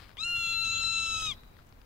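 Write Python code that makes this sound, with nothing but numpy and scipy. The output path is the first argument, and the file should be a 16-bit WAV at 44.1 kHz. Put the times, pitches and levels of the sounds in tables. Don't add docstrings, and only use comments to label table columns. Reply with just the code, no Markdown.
import sys
import numpy as np
from scipy import signal
from scipy.fft import rfft, irfft
from scipy.io import wavfile

SR = 44100
rng = np.random.default_rng(int(sys.argv[2]) if len(sys.argv) > 2 else 0)


def digitize_waveform(pressure):
    field = np.atleast_2d(pressure).T
    bounded = np.clip(field, -1, 1)
    quanta = np.round(bounded * 32767).astype(np.int16)
    wavfile.write(sys.argv[1], SR, quanta)


N = 81585
TIME = np.arange(N) / SR
FREQ = np.fft.rfftfreq(N, 1 / SR)

# (time [s], 2nd [dB], 3rd [dB], 5th [dB])
STRONG_HARMONICS = [(0.168, -63.5, -63, -78), (0.19, -50.5, -41.5, -69), (0.21, -48.5, -40, -55),
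                    (0.232, -37.5, -38, -55.5), (0.258, -33.5, -48.5, -53.5), (0.295, -33, -45.5, -55.5),
                    (0.34, -32.5, -47.5, -60.5), (0.4, -32, -44.5, -53.5), (0.5, -33, -41, -49),
                    (0.55, -35.5, -37, -55.5), (0.632, -36, -35.5, -53.5), (0.648, -34.5, -37.5, -59),
                    (0.664, -34.5, -35.5, -47.5), (0.72, -34, -38.5, -43.5), (0.8, -37, -38.5, -45.5),
                    (0.82, -35, -38, -45), (0.845, -39.5, -31, -50), (0.9, -36, -34.5, -47),
                    (0.96, -33.5, -34.5, -46), (1.05, -35.5, -40.5, -45.5), (1.15, -39.5, -35.5, -44),
                    (1.18, -43, -40, -45), (1.198, -41, -52, -43), (1.225, -44, -39.5, -45.5),
                    (1.275, -41.5, -37.5, -47.5), (1.3, -43.5, -36.5, -55), (1.32, -48.5, -37, -66),
                    (1.345, -66, -71, -61)]
# (time [s], level [dB], treble boost [dB])
RASP_ENVELOPE = [(.16, -80, -5), (.175, -59, -7), (.25, -66.5, -1), (.335, -64, -4), (.365, -53.5, 0),
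                 (.42, -59.5, -3), (.48, -45.5, -12.5), (.505, -61, -8), (.62, -61, 2), (.652, -51, -2),
                 (.69, -55, -8), (.78, -48, -2.5), (.82, -52, -5), (.865, -52.5, -2), (.92, -51.5, -3.5),
                 (1.08, -46.5, 0), (1.125, -52, -2), (1.16, -45.5, -4), (1.22, -44, -1.5), (1.3, -49, 2.5),
                 (1.335, -53.5, -2.5), (1.36, -89, 11)]
# (frequency [Hz], gain [dB], left minus right [dB])
THROAT_RESPONSE = [(300, -20.5, 3), (1490, -23.5, 5.5), (2460, -14.5, 9), (2870, -4, 5), (3400, 1, 12),
                   (3610, -4, 7), (4300, -10, 5), (5360, -9.5, 7), (5850, -9, -12.5), (7250, -12.5, -13),
                   (8550, -17.5, -9), (9220, -12.5, -6), (10600, -29.5, -7), (12500, -42, -6),
                   (14800, -30, -2)]


def amp(db):
    return 10 ** (np.asarray(db) / 20)


def unit(x):
    return x / np.sqrt(np.mean(x ** 2) + 1e-20)


def curve(table):
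    s, *columns = np.transpose(table)
    return [np.interp(TIME, s, c) for c in columns]


def spectrum(table, hz):
    f, *columns = np.transpose(table)
    return [np.interp(np.log(hz + 1), np.log(f + 1), c) for c in columns]


def pan(db):
    return amp(np.array([np.atleast_1d(db), -np.atleast_1d(db)]) / 2)


def wander(hz):
    return unit(irfft(rfft(rng.standard_normal(N)) * np.exp(-(FREQ / hz) ** 2) * (FREQ > 0), N))


def noise_pair(correlation):
    a, b = rfft(rng.standard_normal((2, N)))
    c = np.clip(correlation, -1, 1)
    return np.array([a, c * a + np.sqrt(1 - c ** 2) * b])


def air():
    # (frequency [Hz], relative spectral density [dB])
    density = [(20, -5), (38, 2), (52, -3), (75, -4.5), (115, -6), (180, -12.5), (235, -12.5), (300, -18),
               (600, -21), (1300, -23.5), (2800, -32.5), (5000, -40), (8600, -43.5), (15500, -35.5)]
    # (frequency [Hz], correlation [-1 to 1])
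    correlation = [(60, 0.86), (180, 0.8), (550, 0.24), (1650, -0.36), (4970, -0.31), (15000, -0.03)]
    # (frequency [Hz], left minus right [dB])
    balance = [(60, 1.2), (180, 2.8), (550, 4.4), (1650, 6.2), (4970, 4.4), (15000, 2.5)]
    # (time [s], gain [dB])
    swell = [(0, 3.5), (.15, 1.5), (.23, 5), (.33, 4.5), (.55, 6.5), (.8, 7.5), (1.05, 6.5), (1.3, 8.5),
             (1.42, 3), (1.85, 0.5)]
    white = noise_pair(spectrum(correlation, FREQ)[0])
    coloured = white * amp(spectrum(density, FREQ)[0]) * pan(spectrum(balance, FREQ)[0])
    return unit(irfft(coloured, N)) * amp(-56 + curve(swell)[0] + 0.5 * wander(hz=18))


def rustle():
    # (time [s], level [dB])
    envelope = [(0, -60), (.04, -61), (.11, -68), (.145, -78), (.22, -75), (.29, -64), (.36, -65.5),
                (.42, -71.5), (1.52, -81), (1.59, -71), (1.66, -83), (1.85, -76.5)]
    # (frequency [Hz], relative spectral density [dB])
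    density = [(100, -9), (700, -2), (1500, 2.5), (3500, -1.5), (5000, -2), (5800, -17.5), (9000, -18.5),
               (15000, -25.5)]
    # (time [s], level [dB], ring frequency [Hz], ring level re tick [dB])
    ticks = [(0.0195, -53, 3000, -20), (0.035, -59, 3450, -21), (.0935, -52, 1520, -8),
             (.115, -55.5, 1490, -3), (0.1702, -46.5, 3450, 0.5), (0.279, -48, 2000, -19),
             (.838, -49, 1900, 3), (1.223, -41.5, 3500, -16), (1.435, -55, 2980, -24),
             (1.568, -59.5, 1920, -1), (1.59, -60, 1410, 10), (1.725, -55, 1270, -16),
             (1.8159, -52, 3960, -16)]
    burst_decay_s, ring_decay_s = 0.00091, 0.0017
    drive = amp(curve(envelope)[0] + 2.7 * wander(hz=253)) * rng.standard_normal(N)
    rings = np.zeros(N)
    for s, db, ring_hz, ring_db in ticks:
        age, onset = np.maximum(TIME - s, 0), amp(db) * (TIME >= s)
        drive += onset * np.exp(-age / burst_decay_s) * rng.standard_normal(N)
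        rings += onset * amp(ring_db) * np.exp(-age / ring_decay_s) * np.sin(2 * np.pi * ring_hz * age)
    colour = unit(amp(spectrum(density, FREQ)[0]))
    return pan(db=17) * (irfft(rfft(drive) * colour, N) + rings)


def yard(call):
    # (frequency [Hz], reverberation time T60 [s], relative level [dB])
    reverberation = [(1300, 0.81, -6), (2700, 0.33, -15), (3560, 0.37, -3.5), (4060, 1.08, 1.5),
                     (5400, 0.21, 4.5), (8000, 0.17, -17)]
    # (delay [s], left gain [dB], right gain [dB])
    echoes = [(.0115, -24, -27), (.026, -23, -29.5)]
    hz, t, noise = signal.stft(rng.standard_normal((2, SR)), SR, nperseg=256)
    t60, db = spectrum(reverberation, hz)
    decay = amp(db[:, None] - 60 * t / t60[:, None])
    response = signal.istft(noise * decay, SR, nperseg=256)[1]
    response *= amp(db=-27) / np.linalg.norm(response[0])
    for s, left_db, right_db in echoes:
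        response[:, round(s * SR)] += amp([left_db, right_db])
    return signal.fftconvolve(call.mean(0)[None], response, axes=1)[:, :N]


def cracks():
    # (time [s], half length [s], centre [Hz], half width [Hz], level [dB])
    squeaks = [(.652, 0.014, 6450, 340, -51), (0.44, .012, 3350, 44, -50), (0.48, .014, 3330, 150, -53),
               (0.83, 0.12, 3110, 32, -56), (.695, 0.053, 6040, 35, -58.5), (.675, 0.04, 4700, 40, -62)]
    out = np.zeros((2, N))
    for s, half_s, hz, width_hz, db in squeaks:
        band = unit(irfft(rfft(rng.standard_normal(N)) * np.exp(-((FREQ - hz) / width_hz) ** 2), N))
        envelope = amp(db) * np.exp(-((TIME - s) / half_s) ** 2)
        out += pan(spectrum(THROAT_RESPONSE, hz)[1]) * envelope * band
    return out


def rasp(phase):
    pulse_depth, treble_hz, flutter_db = 0.31, 4970, 3.4
    level_db, boost_db = curve(RASP_ENVELOPE)
    throat_db, side_db = spectrum(THROAT_RESPONSE, FREQ)
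    puffs = irfft(noise_pair(correlation=0.69), N) * (1 + pulse_depth * np.cos(phase))
    hoarse = unit(irfft(rfft(puffs) * amp(throat_db) * pan(side_db), N))
    treble = irfft(rfft(hoarse) * np.clip((FREQ - treble_hz) / 1000 + .5, 0, 1), N)
    hoarse += (amp(boost_db) - 1) * treble
    pitch_multiple = 2.42 + 0.086 * wander(hz=108.3)
    tone = unit(np.cos(np.cumsum(pitch_multiple * np.gradient(phase))))
    side_tone = amp(db=-8) * pan(spectrum(THROAT_RESPONSE, hz=3300)[1]) * tone
    return (hoarse + side_tone) * amp(level_db + flutter_db * wander(hz=89))


def half_lines(phase, pitch_hz):
    # (time [s], level [dB])
    doubling = [(.31, -87), (.37, -50), (.47, -48), (.53, -46.5), (.62, -60), (.66, -50), (.7, -64),
                (.76, -46), (.83, -75)]
    # (frequency [multiple of the pitch], relative level [dB])
    partials = [(1.5, -19), (2.5, -2), (3.5, -18.5), (4.5, -16), (5.5, -18.5), (6.5, -22), (8.5, -32),
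                (10.5, -30)]
    lines = np.zeros((2, N))
    for k, db in partials:
        lines += amp(db) * pan(spectrum(THROAT_RESPONSE, k * pitch_hz)[1]) * np.cos(k * phase)
    return np.sqrt(2) * amp(curve(doubling)[0]) * lines


def syrinx(phase, pitch_hz, roughness):
    # (time [s], level of the weaker harmonics [dB], strain [0 clear to 1 strained])
    effort = [(.168, -22, .5), (.2, -8, 1), (.26, -3.5, 0.46), (.34, -0.5, 0), (.64, 0, 0.17),
              (.657, -1.5, 0.6), (.805, 0, 0), (.822, -1, 1), (.92, -0.5, 0.73), (1.14, 0.5, 0.81),
              (1.25, 2, 0.78), (1.315, -8, 0.98), (1.345, -28, .8)]
    # (number, clear gain [dB], strained gain [dB], left minus right [dB], left lead [rad])
    harmonics = [(1, -45, -43, 11.5, 0.41), (2, 0.5, -0.5, 2.5, -.5), (3, 1.5, -0.5, 11, -1.6),
                 (4, -59, -48.5, -6.5, -1.8), (5, -0.5, 0, -10.5, -1.26), (6, -68, -52, -11, -0.61),
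                 (7, -64, -63, -5.5, -0.72), (8, -78.5, -71, -6, -.5), (9, -87, -67, -10, 0),
                 (10, -65.5, -79, -8, 0), (11, -64.5, -73, -2, .3)]
    beak_hz, beak_width_hz, beak_db = 6450, 160, 5
    break_s, break_db, break_above_hz = 0.72, -6, 13300
    dispersion_rad = 0.898
    strong_db = dict(zip((2, 3, 5), curve(STRONG_HARMONICS)))
    effort_db, strain = curve(effort)
    catch_db = 3.5 * np.exp(-((TIME - 0.25) / 0.052) ** 2)
    broken = np.clip((TIME - break_s) / .005, 0, 1)
    out = np.zeros((2, N))
    for k, clear_db, strained_db, side_db, lead in harmonics:
        resonance_db = beak_db * np.exp(-((k * pitch_hz - beak_hz) / beak_width_hz) ** 2)
        db = strong_db.get(k, effort_db + resonance_db) + clear_db + (strained_db - clear_db) * strain
        db += break_db * (k * pitch_hz.max() > break_above_hz) * broken
        flutter_db = (k > 2) * catch_db * wander(hz=109)
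        flutter_db += 1.04 * np.log(k) * roughness * wander(hz=109)
        shimmer_db = 0.5 * (1 + roughness) * wander(hz=48.3)
        stereo = pan(side_db) * np.exp(.5j * lead * np.array([[1], [-1]]))
        partial = stereo / abs(stereo.mean()) * np.exp(1j * (k * phase - dispersion_rad * k ** 2))
        out += np.sqrt(2) * amp(db + shimmer_db + flutter_db) * partial.real
    return out


def hawk():
    # (time [s], frequency [Hz])
    pitch = [(0.17, 900), (0.19, 1198), (0.215, 1308), (0.258, 1390), (0.31, 1397), (0.35, 1383),
             (0.43, 1367), (0.478, 1356), (0.5, 1362), (0.56, 1350), (0.645, 1355), (0.655, 1332),
             (0.72, 1344), (0.805, 1350), (0.83, 1343), (0.96, 1340), (1.09, 1324), (1.22, 1298),
             (1.27, 1267), (1.3, 1219), (1.32, 1105), (1.34, 980)]
    pitch_hz = curve(pitch)[0]
    roughness = amp(curve(RASP_ENVELOPE)[0])
    roughness /= roughness.max()
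    jitter, tremble = 0.0014 * wander(hz=157), 0.0015 * wander(hz=55)
    deviation = (0.29 + 1.45 * roughness) * (jitter + tremble)
    phase = 2 * np.pi * np.cumsum(pitch_hz * (1 + deviation)) / SR
    start_s, end_s, fade_s = STRONG_HARMONICS[0][0], STRONG_HARMONICS[-1][0], 0.0023
    gate = np.clip(np.minimum(TIME - start_s, end_s - TIME) / fade_s, 0, 1)
    voiced = syrinx(phase, pitch_hz, roughness) + half_lines(phase, pitch_hz)
    return gate * voiced + rasp(phase) + cracks()


def scene():
    call = hawk()
    return call + yard(call) + air() + rustle()


def record(dry):
    cutoff_hz = 15800
    lowpass = signal.firwin(511, cutoff_hz, window=("kaiser", 9), fs=SR)
    return signal.oaconvolve(dry, lowpass[None], "same")


dry = scene()
out = record(dry)
digitize_waveform(out)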